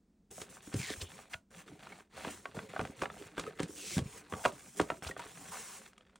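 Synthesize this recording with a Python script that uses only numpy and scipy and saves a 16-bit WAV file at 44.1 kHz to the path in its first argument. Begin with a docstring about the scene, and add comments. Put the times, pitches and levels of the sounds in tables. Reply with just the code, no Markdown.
"""Cardboard box opened on a table

A stiff card box is handled close by: a tuck flap pulls free, skin and card rub, the box is turned over
and set down, the lid is slid flat. Blows and low thumps ring decaying box modes, knocks and snaps ring
panel modes, and sliding is random force through the same modes plus surface hiss. Edges chafe as noise in
one resonance, narrow or broad, and flicks ring as sines. A short room echo and a quiet low hum lie behind."""
import sys
import numpy as np
from scipy import signal
from scipy.fft import rfft, irfft, next_fast_len
from scipy.io import wavfile

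SR = 44100
rng = np.random.default_rng(int(sys.argv[2]) if len(sys.argv) > 2 else 0)


def pcm_store(signal):
    """Save signal as 16-bit PCM."""
    levels = np.round(np.clip(np.atleast_2d(signal), -1, 1) * 32767)
    wavfile.write(sys.argv[1], SR, levels.astype(np.int16).T)


N = 272979
TIME = np.arange(N) / SR
RING_TIME = TIME[:SR // 4]
CONTROL_TIME = TIME[::20]
LEFT_RIGHT = np.array([[1], [-1]])


def from_db(db):
    """Decibels to gain."""
    return 10 ** (np.asarray(db) / 20)


def rms_one(x):
    """Scale to unit rms."""
    return x / np.sqrt(np.mean(x ** 2) + 1e-20)


def unit_blow(x):
    """Scale to the energy of 10 ms at unit rms."""
    return x * np.sqrt(.01 * SR / (np.sum(x ** 2) + 1e-20))


def at_hz(points, hz):
    """Read a table on a log-frequency axis."""
    f, value = np.transpose(points)
    return np.interp(np.log(hz + 1), np.log(f), value)


def coloured(x, spectrum):
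    """Causal minimum-phase filter, by folding the cepstrum of the given spectrum."""
    size = 4096
    gain_db = at_hz(spectrum, np.arange(size // 2 + 1) * SR / size)
    cepstrum = irfft(np.log(from_db(gain_db)))
    cepstrum[1:size // 2] *= 2
    cepstrum[size // 2 + 1:] = 0
    impulse = irfft(np.exp(rfft(cepstrum)))
    return signal.oaconvolve(x, impulse)[:len(x)]


def resonate(x, hz, width_hz):
    """Two-pole resonance with about unit gain at its peak."""
    r = np.exp(-np.pi * width_hz / SR)
    zeros = np.array([1, 0, -1]) * (1 - r * r) / 2
    poles = [1, -2 * r * np.cos(2 * np.pi * hz / SR), r * r]
    return signal.lfilter(zeros, poles, x)


def drift(knots_per_s):
    """Random wander of unit rms, straight between knots."""
    knots = rng.standard_normal(4000)
    return rms_one(np.interp(TIME * knots_per_s, np.arange(len(knots)), knots))


def dying(t60_s):
    """Envelope that falls 60 dB in t60_s."""
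    return np.exp(-np.log(1000) * RING_TIME / t60_s)


def rising(rise_s):
    """Exponential onset."""
    return 1 - np.exp(-RING_TIME / rise_s)


def ring(hz, gains, t60_s):
    """Sum of decaying sines."""
    return gains @ (np.sin(2 * np.pi * hz[:, None] * RING_TIME) * dying(t60_s[:, None]))


def add(out, s, sound):
    """Mix a sound in at a given time."""
    start = max(0, int(s * SR))
    out[start:start + len(sound)] += sound[:N - start]


# hum spectrum: hz, gain_db
ROOM_HUM = [(70, 2), (125, -13.5), (200, 6.5), (320, -6.5), (900, -25), (3000, -34)]
ROOM_HUM_DB = -69


def room_hum():
    """Steady noise, weighted to the lows."""
    return from_db(ROOM_HUM_DB) * rms_one(coloured(rng.standard_normal(N), ROOM_HUM))


STROKE_ATTACK_S, STROKE_RELEASE_DB_PER_S = 0.007, 394


def stroke(start_s, length_s, swell_db=0, release_db_per_s=STROKE_RELEASE_DB_PER_S):
    """Effort of one sliding motion: a quick attack, a hold that swells or eases, a release."""
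    t = np.maximum(CONTROL_TIME - start_s, 0)
    hold_db = swell_db * (np.minimum(t / length_s, 1) - .5)
    release_db = np.minimum(release_db_per_s * np.maximum(t - length_s, 0), 200)
    return np.minimum(t / STROKE_ATTACK_S, 1) * from_db(hold_db - release_db)


# skin or card sliding on card; levels before the trims in rubbing():
# start_s, length_s, rasp_db, swell_db (start to end), drum_over_rasp_db, hiss_over_rasp_db, grainy_share (0-1)
STROKES = [(0.305, 0.12, -65, 3.5, 6, 10.5, 0.4), (0.492, 0.08, -64, -5, 3, 4.5, 0.27),
           (0.618, 0.38, -61.5, 7, -6, 4.5, 0.17), (0.757, 0.17, -55.5, -8, -4, 5, 0.4),
           (1.008, 0.0087, -55, 17, 3.5, 1.5, 0), (1.086, 0.14, -58.5, -2, -6.5, -3.5, 0.1),
           (1.293, 0.042, -57, 11.5, -10.5, -4, 0.08), (1.501, 0.1, -60.5, 15.5, -1, -5, 0.52),
           (1.659, 0.12, -62.5, -6, 3, -8, 0.4), (1.787, 0.22, -58.5, 1.5, -4, -9.5, 0.53),
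           (2.094, 0.059, -66, 20, -6, -12, 0.34), (2.162, 0.13, -49, 2, -4.5, -8.5, 0.43),
           (2.297, 0.16, -59.5, -18.5, -10, -1, 0), (2.542, 0.12, -56.5, -5, 3.5, -6.5, 0.14),
           (2.686, 0.22, -56.5, -2.5, 2.5, -8, 0.54), (2.956, 0.074, -58.5, 18, 2.5, -5, 0.51),
           (3.111, 0.16, -58, 1.5, 2, -4.5, 0.59), (3.4, 0.083, -54.5, 9.5, 3, -11, 0.5),
           (3.674, 0.29, -60.5, 13, 1.5, 8.5, 0.3), (4.034, 0.15, -57, 7.5, -4.5, -1.5, 0.01),
           (4.293, 0.19, -59, 9, -10, 3, 0.13), (4.518, 0.46, -69, -3, -19, 7.5, 0.17),
           (4.749, 0.037, -61, 15.5, 5, 5, 0.8), (5.025, 0.072, -50.5, 0, -8, -3, 0.7),
           (5.171, 0.12, -54, -8.5, -3.5, -6.5, 0.66), (5.271, 0.33, -57, 8, -5.5, 0, 0.19),
           (5.516, 0.27, -52, -3.5, -30, 0, 0), (5.806, 0.078, -58.5, -4.5, -9.5, -4, 0.64),
           (5.902, 0.35, -75, 0, 1.5, -16, 0.92)]
# hands shifting on the box as they hold it: start_s, length_s
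GRIPS = [(0.303, 0.97), (2.129, 2.56), (5.026, 0.79)]
GRIP_DRUM_DB, GRIP_RASP_DB, GRIP_HISS_DB, GRIP_GRAINY = -64.5, -63.5, -73, 0.55
# an edge scuffs before it strikes: levels relative to the tick
SCUFF_S, SCUFF_STOP_DB_PER_S = 0.017, 2011
SCUFF_RASP_DB, SCUFF_HISS_DB = 0.5, -9
# parts skid to rest after a blow: levels relative to its thump, knock and tick
SKID_DRUM_DB, SKID_RASP_DB, SKID_HISS_DB = -15, -24, -23.5
SKID_FADE_DB_PER_S, SKID_GRAINY = 157.5, 0.34


def motions():
    """Every sliding motion as (effort, drum_db, rasp_db, hiss_db, grainy_share)."""
    for start_s, length_s, rasp_db, swell_db, drum_db, hiss_db, grainy in STROKES:
        effort = stroke(start_s, length_s, swell_db)
        yield effort, rasp_db + drum_db, rasp_db, rasp_db + hiss_db, grainy
    for s, _, thump_db, knock_db, tick_db in BLOWS:
        scuff = stroke(s - SCUFF_S, SCUFF_S, release_db_per_s=SCUFF_STOP_DB_PER_S)
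        yield scuff, -np.inf, tick_db + SCUFF_RASP_DB, tick_db + SCUFF_HISS_DB, SKID_GRAINY
        skid = stroke(s, STROKE_ATTACK_S, release_db_per_s=SKID_FADE_DB_PER_S)
        yield skid, thump_db + SKID_DRUM_DB, knock_db + SKID_RASP_DB, tick_db + SKID_HISS_DB, SKID_GRAINY
    for start_s, length_s in GRIPS:
        yield stroke(start_s, length_s), GRIP_DRUM_DB, GRIP_RASP_DB, GRIP_HISS_DB, GRIP_GRAINY


def sliding():
    """Motions add in power: drum, rasp and hiss levels, and the grainy share weighted by rasp power."""
    efforts, *levels_db, grainy = map(np.array, zip(*motions()))
    weights, powers = from_db(levels_db) ** 2, efforts ** 2
    drum, rasp, hiss = weights @ powers + 1e-20
    share = np.clip((weights[1] * grainy) @ powers / rasp, 0, 1)
    controls = (np.sqrt(drum), np.sqrt(rasp), np.sqrt(hiss), share)
    return [np.interp(TIME, CONTROL_TIME, control) for control in controls]


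def friction(grainy, size_db=1.5, flutter_db=2.5, slips_per_s=380):
    """Force of sliding: smooth drag on the coating plus tiny slips of uneven size."""
    sizes = from_db(size_db * np.minimum(rng.exponential(1, N), 3))
    slips = (rng.random(N) < slips_per_s / SR) * rng.choice([-1, 1], N) * sizes
    force = np.sqrt(grainy) * rms_one(slips) + np.sqrt(1 - grainy) * rng.standard_normal(N)
    return force * from_db(flutter_db * np.sqrt(grainy) * drift(70))


def mode_shape(grainy, crossings_per_s=30):
    """A jerky contact crosses nodes and bellies, so a mode comes and goes; a smooth slide is steadier."""
    steady = (1 - grainy) ** 2
    return rng.choice([-1, 1]) * steady + np.sqrt(1 - steady ** 2) * drift(crossings_per_s)


def fibres(grainy, count=6, snaps_per_s=24):
    """Where the card catches, fibres let go in lone snaps, from dull to bright."""
    out = np.zeros(N)
    for hz in np.geomspace(700, 5000, count):
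        snaps = (rng.random(N) < snaps_per_s * grainy / SR) * from_db(rng.uniform(-12, 0, N))
        out += signal.oaconvolve(snaps, snap(hz))[:N]
    return out


def off_the_panel(x, share=0.36, lag_s=0.000938, wander=0.228):
    """Hiss also bounces off the nearest panel; the comb that this makes moves with the hand."""
    return x + share * np.interp(TIME - lag_s * (1 + wander * drift(2.4)), TIME, x)


# spectra: hz, gain_db
DRUM = [(60, -9.5), (170, -1), (480, -1), (700, -9), (1200, -32)]
RASP = [(300, -20), (520, -15), (620, -0.5), (950, 1.5), (1400, -1), (2200, 2), (3400, -4), (4300, -1),
        (7000, -30)]
HISS = [(1800, -32), (3200, 0.5), (4200, -9.5), (5500, 1.5), (9300, 5), (11000, 2.5), (12700, -72.5),
        (14200, 5.5), (15600, -4.5)]


def rubbing(rasp_trim_db=-3.5, fibres_db=3, hiss_trim_db=2.5, direct=1.0, drum_width_hz=27, damping=4.2,
            apart=.27):
    """Sliding drums on the hollow box, rasps through the panel modes and hisses at the surface."""
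    drum_level, rasp_level, hiss_level, grainy = sliding()
    force = friction(grainy)
    hollow = sum(resonate(force * mode_shape(grainy), hz, drum_width_hz) for hz in BOX_MODES_HZ)
    panels = sum(resonate(force * mode_shape(grainy), hz, damping / t60_s)
                 for hz, _, t60_s in zip(*panel_modes()))
    drum = rms_one(coloured(hollow, DRUM))
    rasp = from_db(rasp_trim_db) * rms_one(coloured(panels + direct * friction(grainy), RASP))
    rasp = rasp + from_db(fibres_db) * fibres(grainy)
    hiss = rms_one(coloured(off_the_panel(force + .5 * rng.standard_normal(N)), HISS))
    # short waves reach the two ports differently
    band = signal.butter(2, [6200, 10500], "band", fs=SR, output="sos")
    side = signal.sosfilt(band, rng.standard_normal(N))
    hiss = rms_one(hiss + apart * rms_one(side) * LEFT_RIGHT)
    return drum_level * drum + rasp_level * rasp + from_db(hiss_trim_db) * hiss_level * hiss


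# echo spectrum: hz, gain_db
ECHO_COLOUR = [(150, 1), (650, 9), (1500, -1.5), (3000, -49), (16000, -3.5)]


def room(x, wet_db=-14, t60_s=.16, first_wall_s=.0035, width=.55):
    """A small furnished room answers with a short dull tail, partly alike at both ports."""
    swell = dying(t60_s) * (1 - np.exp(-(RING_TIME / first_wall_s) ** 2))
    swell = swell / np.sqrt(np.sum(dying(t60_s) ** 2))
    tails = [coloured(rng.standard_normal(len(RING_TIME)), ECHO_COLOUR) * swell for _ in range(2)]
    shared, side = [signal.oaconvolve(x, tail)[:N] for tail in tails]
    side = signal.sosfilt(signal.butter(2, 450, "high", fs=SR, output="sos"), side)
    return from_db(wet_db) * (shared + width * side * LEFT_RIGHT)


# bending of the card panels: hz, level_db
PANEL_MODES = [(560, -2.5), (644, -0.5), (775, -4), (925, -3.5), (1123, 1.5), (1250, 2), (1400, 1),
               (1552, 0.5), (1780, -5), (2050, -5.5), (2430, -3), (2790, -9), (3310, -3.5)]
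PANEL_T60_AT_1_KHZ_S = 0.032


def panel_modes():
    """Pitch, level and ring time of the panel modes; higher ones die sooner."""
    hz, level_db = np.transpose(PANEL_MODES)
    return hz, level_db, PANEL_T60_AT_1_KHZ_S / np.sqrt(hz / 1000)


def bending(x, lag_at_1_khz_s=0.0004):
    """Bending waves run faster at high pitch, so a snap reaches the edge as a quick falling chirp."""
    hz = np.arange(len(x) + 1) * SR / (2 * len(x))
    phase = 4 * np.pi * lag_at_1_khz_s * np.sqrt(1000 * hz)
    return irfft(rfft(x, 2 * len(x)) * np.exp(-1j * phase))[:len(x)]


# contact spectrum: hz, gain_db
CRACK = [(300, -4.5), (600, 7), (1400, -3.5), (2200, -8), (3400, -18.5), (6500, -35.5)]


def knock(scatter_db=3, crack=0.81, crack_t60_s=0.017, crack_rise_s=0.00063, detune=0.028, ring_spread=0.48):
    """A panel rings over a short contact crunch; the grip varies its modes at each blow."""
    hz, level_db, t60_s = panel_modes()
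    strength, pitch, damping = rng.standard_normal((3, len(hz)))
    gains = from_db(level_db + scatter_db * strength) * rng.choice([-1, 1], len(hz))
    modes = ring(hz * np.exp(detune * pitch), gains, t60_s * np.exp(ring_spread * damping))
    crunch = rng.standard_normal(len(RING_TIME)) * dying(crack_t60_s) * rising(crack_rise_s)
    contact = coloured(crunch, CRACK)
    return unit_blow(bending(unit_blow(modes) + crack * unit_blow(contact)))


# edge spectrum: hz, gain_db
TICK = [(3500, 2), (6000, -2), (9500, 0), (16000, -23)]


def tick(t60_s=0.013, tail_db=-21, tail_t60_s=0.15, rise_s=0.0018):
    """A cut edge scuffs past another: a bright snap with a faint tail."""
    envelope = (dying(t60_s) + from_db(tail_db) * dying(tail_t60_s)) * rising(rise_s)
    return unit_blow(coloured(rng.standard_normal(len(RING_TIME)) * envelope, TICK))


def snap(hz, tick_db=-15, breadth=1.4):
    """Card gives way at once: a very short crack and a light panel ring around a pitch of its own."""
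    crack = knock(crack=1.45, crack_t60_s=0.0081) + from_db(tick_db) * tick()
    return unit_blow(resonate(crack, hz, breadth * hz))


# creases and corners giving way with a dry click: time_s, centre_hz, level_db
CREASES = [(0.38, 464, -48.5), (0.569, 1070, -54.5), (1.189, 1190, -52), (1.341, 2180, -39.5),
           (1.669, 2500, -68), (1.869, 1900, -48.5), (2.176, 1390, -49), (2.27, 1100, -51),
           (2.286, 1000, -47), (2.455, 1830, -38.5), (2.59, 1540, -41), (2.736, 600, -44.5),
           (2.763, 1140, -36), (2.801, 590, -35.5), (3.017, 1800, -42), (3.034, 1350, -36),
           (3.056, 1630, -38), (3.1, 1200, -44), (3.439, 1200, -47.5), (3.595, 2520, -41), (4.46, 830, -30),
           (4.796, 1420, -33), (5.048, 2600, -46), (5.091, 1300, -46), (5.165, 800, -43),
           (5.195, 1900, -51), (5.238, 1390, -51), (5.373, 2200, -54), (5.932, 4480, -62.5),
           (5.979, 7000, -58), (6.008, 2360, -62), (6.157, 9200, -58.5)]


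def creases():
    """Sharp dry clicks, faint to loud, played without a thump."""
    out = np.zeros(N)
    for s, centre_hz, level_db in CREASES:
        add(out, s, from_db(level_db) * snap(centre_hz))
    return out


# air and large faces of the box: hz
BOX_MODES_HZ = [62, 84, 108, 136, 178, 228, 280, 345, 400, 465, 535]
BOX_T60_AT_200_HZ_S = 0.067


def thump(pitch_hz, spread_octaves=0.64, rise_s=0.0019, heave=0.11):
    """The struck place selects box modes around one pitch; the push also heaves the lower ones."""
    hz = np.array(BOX_MODES_HZ)
    t60_s = BOX_T60_AT_200_HZ_S / np.sqrt(hz / 200)
    gains = 1 / (1 + (np.log2(hz / pitch_hz) / spread_octaves) ** 2) + heave * (hz < pitch_hz / 2)
    # a short ring starts higher for the same energy
    gains = gains / np.sqrt(t60_s) * rng.choice([-1, 1], len(hz))
    return unit_blow(ring(hz, gains, t60_s) * rising(rise_s))


# flaps and corners striking the box:
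# time_s, thump_pitch_hz, thump_db, knock_db, tick_db (before tick_trim_db)
BLOWS = [(0.416, 308, -49.5, -66, -51.5), (0.74, 240, -31.5, -66, -50.5), (0.902, 328, -39, -52, -49),
         (2.247, 330, -45.5, -38.5, -66), (2.568, 209, -39, -45, -66), (2.793, 443, -36.5, -35, -92),
         (2.811, 179, -38.5, -43.5, -56.5), (2.851, 262, -49.5, -41.5, -62), (3.02, 402, -33.5, -34.5, -52),
         (3.379, 373, -39.5, -37.5, -57), (3.395, 238, -46, -40, -46.5), (3.601, 316, -31.5, -40.5, -51),
         (3.631, 174, -38, -54, -49), (3.98, 198, -31.5, -42.5, -46.5), (3.989, 177, -31.5, -44.5, -51),
         (4.324, 334, -41.5, -40.5, -83), (4.336, 205, -38, -39, -70), (4.451, 398, -52, -25, -47.5),
         (4.457, 405, -31, -25.5, -47), (4.799, 395, -44, -29, -49), (4.813, 260, -36.5, -42, -49.5),
         (4.901, 340, -48, -30.5, -59), (4.918, 278, -41, -43.5, -79), (5.023, 189, -51, -47.5, -66)]


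def blows(tick_trim_db=7.0):
    """Every blow thumps the box, knocks a panel and ticks at an edge."""
    out = np.zeros(N)
    for s, pitch_hz, thump_db, knock_db, tick_db in BLOWS:
        add(out, s, from_db(thump_db) * thump(pitch_hz))
        add(out, s, from_db(knock_db) * knock())
        add(out, s, from_db(tick_db + tick_trim_db) * tick())
    return out


# low thumps of the box alone: time_s, pitch_hz, level_db
LOW_THUMPS = [(0.675, 260, -46), (0.752, 109, -30.5), (0.795, 143, -36), (0.973, 84, -46.5),
              (1.022, 83, -38.5), (1.349, 97, -50.5), (1.721, 273, -48.5), (2.272, 320, -40),
              (2.895, 276, -44), (3.213, 410, -46), (3.469, 352, -61), (3.693, 328, -45.5),
              (3.967, 177, -26.5), (3.986, 68.5, -35), (4.015, 130, -34.5), (4.058, 134, -40),
              (4.8, 364, -24.5), (5.061, 75, -40.5), (5.097, 376, -44)]


def low_thumps():
    """Low thumps of the box modes, soft to heavy, some beneath a harder knock."""
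    out = np.zeros(N)
    for s, pitch_hz, level_db in LOW_THUMPS:
        add(out, s, from_db(level_db) * thump(pitch_hz, spread_octaves=0.33))
    return out


# the tuck flap, later the lid, pulled free:
# start_s, length_s, first_hz, last_hz, note_db, scrape_db, swell_db, judder (nepers lost per slip cycle)
PULLS = [(0.784, 0.169, 2450, 1600, -46.5, -55.5, 1.5, 1.6),
         (3.752, 0.222, 2970, 2110, -55.5, -53, 12, 0.76)]
SLIPS_PER_S, GAP_WIDTH_HZ = 130, 400


def gap_note(slips, turning):
    """A gliding resonance and its octave: shift to 0 Hz, one-pole low-pass, shift back."""
    note = 0
    for k in (1, 2):
        pole = np.exp(-np.pi * k * k * GAP_WIDTH_HZ / SR)
        note = note + (signal.lfilter([1], [1, -pole], slips / turning ** k) * turning ** k).real
    return note


def pulls(jitter=0.44, edge_hz=3400, coating_hz=7200, scrape_width_hz=2200, ragged_db=1.5):
    """Uneven slips of dying grit scrape the edge and sound a note that sinks as the gap opens."""
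    out = np.zeros(N)
    for s, length_s, first_hz, last_hz, note_db, scrape_db, swell_db, judder in PULLS:
        t = TIME[:int(length_s * SR)]
        cycles = np.cumsum(SLIPS_PER_S * (1 + jitter * drift(SLIPS_PER_S)[:len(t)])) / SR
        grit = rng.standard_normal(len(t)) * from_db(ragged_db * drift(600)[:len(t)])
        slips = grit * np.exp(-judder * (cycles % 1))
        glide_hz = first_hz * (last_hz / first_hz) ** (t / length_s)
        turning = np.exp(2j * np.pi * np.cumsum(glide_hz) / SR)
        note = rms_one(resonate(gap_note(slips, turning), first_hz, first_hz))
        scrape = resonate(slips, edge_hz, scrape_width_hz) - resonate(slips, coating_hz, scrape_width_hz)
        effort = from_db(swell_db * (t / length_s - .5)) * signal.windows.tukey(len(t), .2)
        add(out, s, (from_db(note_db) * note + from_db(scrape_db) * rms_one(scrape)) * effort)
    return out


# an edge chafes briefly: centre_s, length_s, pitch_hz, width_hz, level_db
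CHAFES = [(1.018, 0.034, 2830, 2130, -46.5), (1.072, 0.11, 3160, 685, -63),
          (1.338, 0.015, 1550, 1510, -43.5), (4.386, 0.22, 800, 246, -57),
          (5.075, 0.024, 2700, 2960, -47.5), (5.538, 0.064, 930, 443, -51.5)]


def chafes():
    """Quick stick and slip of an edge: noise swelling and fading in one resonance, narrow or broad."""
    out = np.zeros(N)
    for centre_s, length_s, hz, width_hz, level_db in CHAFES:
        tone = resonate(rng.standard_normal(len(RING_TIME)), hz, width_hz)
        tone = resonate(tone, hz, 2 * width_hz)[-int(length_s * SR):]
        add(out, centre_s - length_s / 2, from_db(level_db) * rms_one(tone * np.hanning(len(tone))))
    return out


# a free edge of card flicked, ringing on one note: time_s, pitch_hz, note_db
FLICKS = [(1.923, 2210, -51.5), (3.465, 1275, -46.5), (5.025, 5330, -60), (5.111, 1894, -42.5),
          (5.193, 947, -43)]
FLICK_T60_CYCLES = 65


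def flicks(rise_s=0.0028):
    """The edge slips off a finger with a light knock and tick, and rings out."""
    out = np.zeros(N)
    for s, hz, note_db in FLICKS:
        note = np.sin(2 * np.pi * hz * RING_TIME) * dying(FLICK_T60_CYCLES / hz) * rising(rise_s)
        add(out, s, from_db(note_db) * (unit_blow(note) + .5 * (knock() + .5 * tick())))
    return out


def scene():
    """The handled box, its room and the background hum."""
    box = blows() + low_thumps() + creases() + flicks() + pulls() + chafes() + rubbing()
    return box + room(box.mean(axis=0)) + room_hum()


# the two microphone ports part in the treble: hz, left_lead_rad
PORT_PHASE = [(200, 0), (400, .12), (690, .33), (1050, .05), (6700, 0), (9560, -1.9), (10800, -2.95),
              (13500, -3.2), (15500, -4.6)]
# the right port hears the low mids a little louder: hz, left_minus_right_db
PORT_BALANCE = [(170, 0), (330, -1.3), (700, -1), (1800, 0)]
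CUTOFF_HZ = 15900


def record(dry):
    """Two close ports differ in phase and level; deepest bass rolled off, top cut steeply."""
    dry = signal.sosfilt(signal.butter(2, 42, "high", fs=SR, output="sos"), dry)
    size = next_fast_len(N + SR // 10)
    hz = np.arange(size // 2 + 1) * SR / size
    half = .5 * LEFT_RIGHT
    ports = np.exp(1j * half * at_hz(PORT_PHASE, hz)) * from_db(half * at_hz(PORT_BALANCE, hz))
    low_pass = 1 / np.sqrt(1 + (hz / CUTOFF_HZ) ** 240)
    return irfft(rfft(dry, size) * ports * low_pass, size)[:, :N]


dry = scene()
out = record(dry)
pcm_store(out)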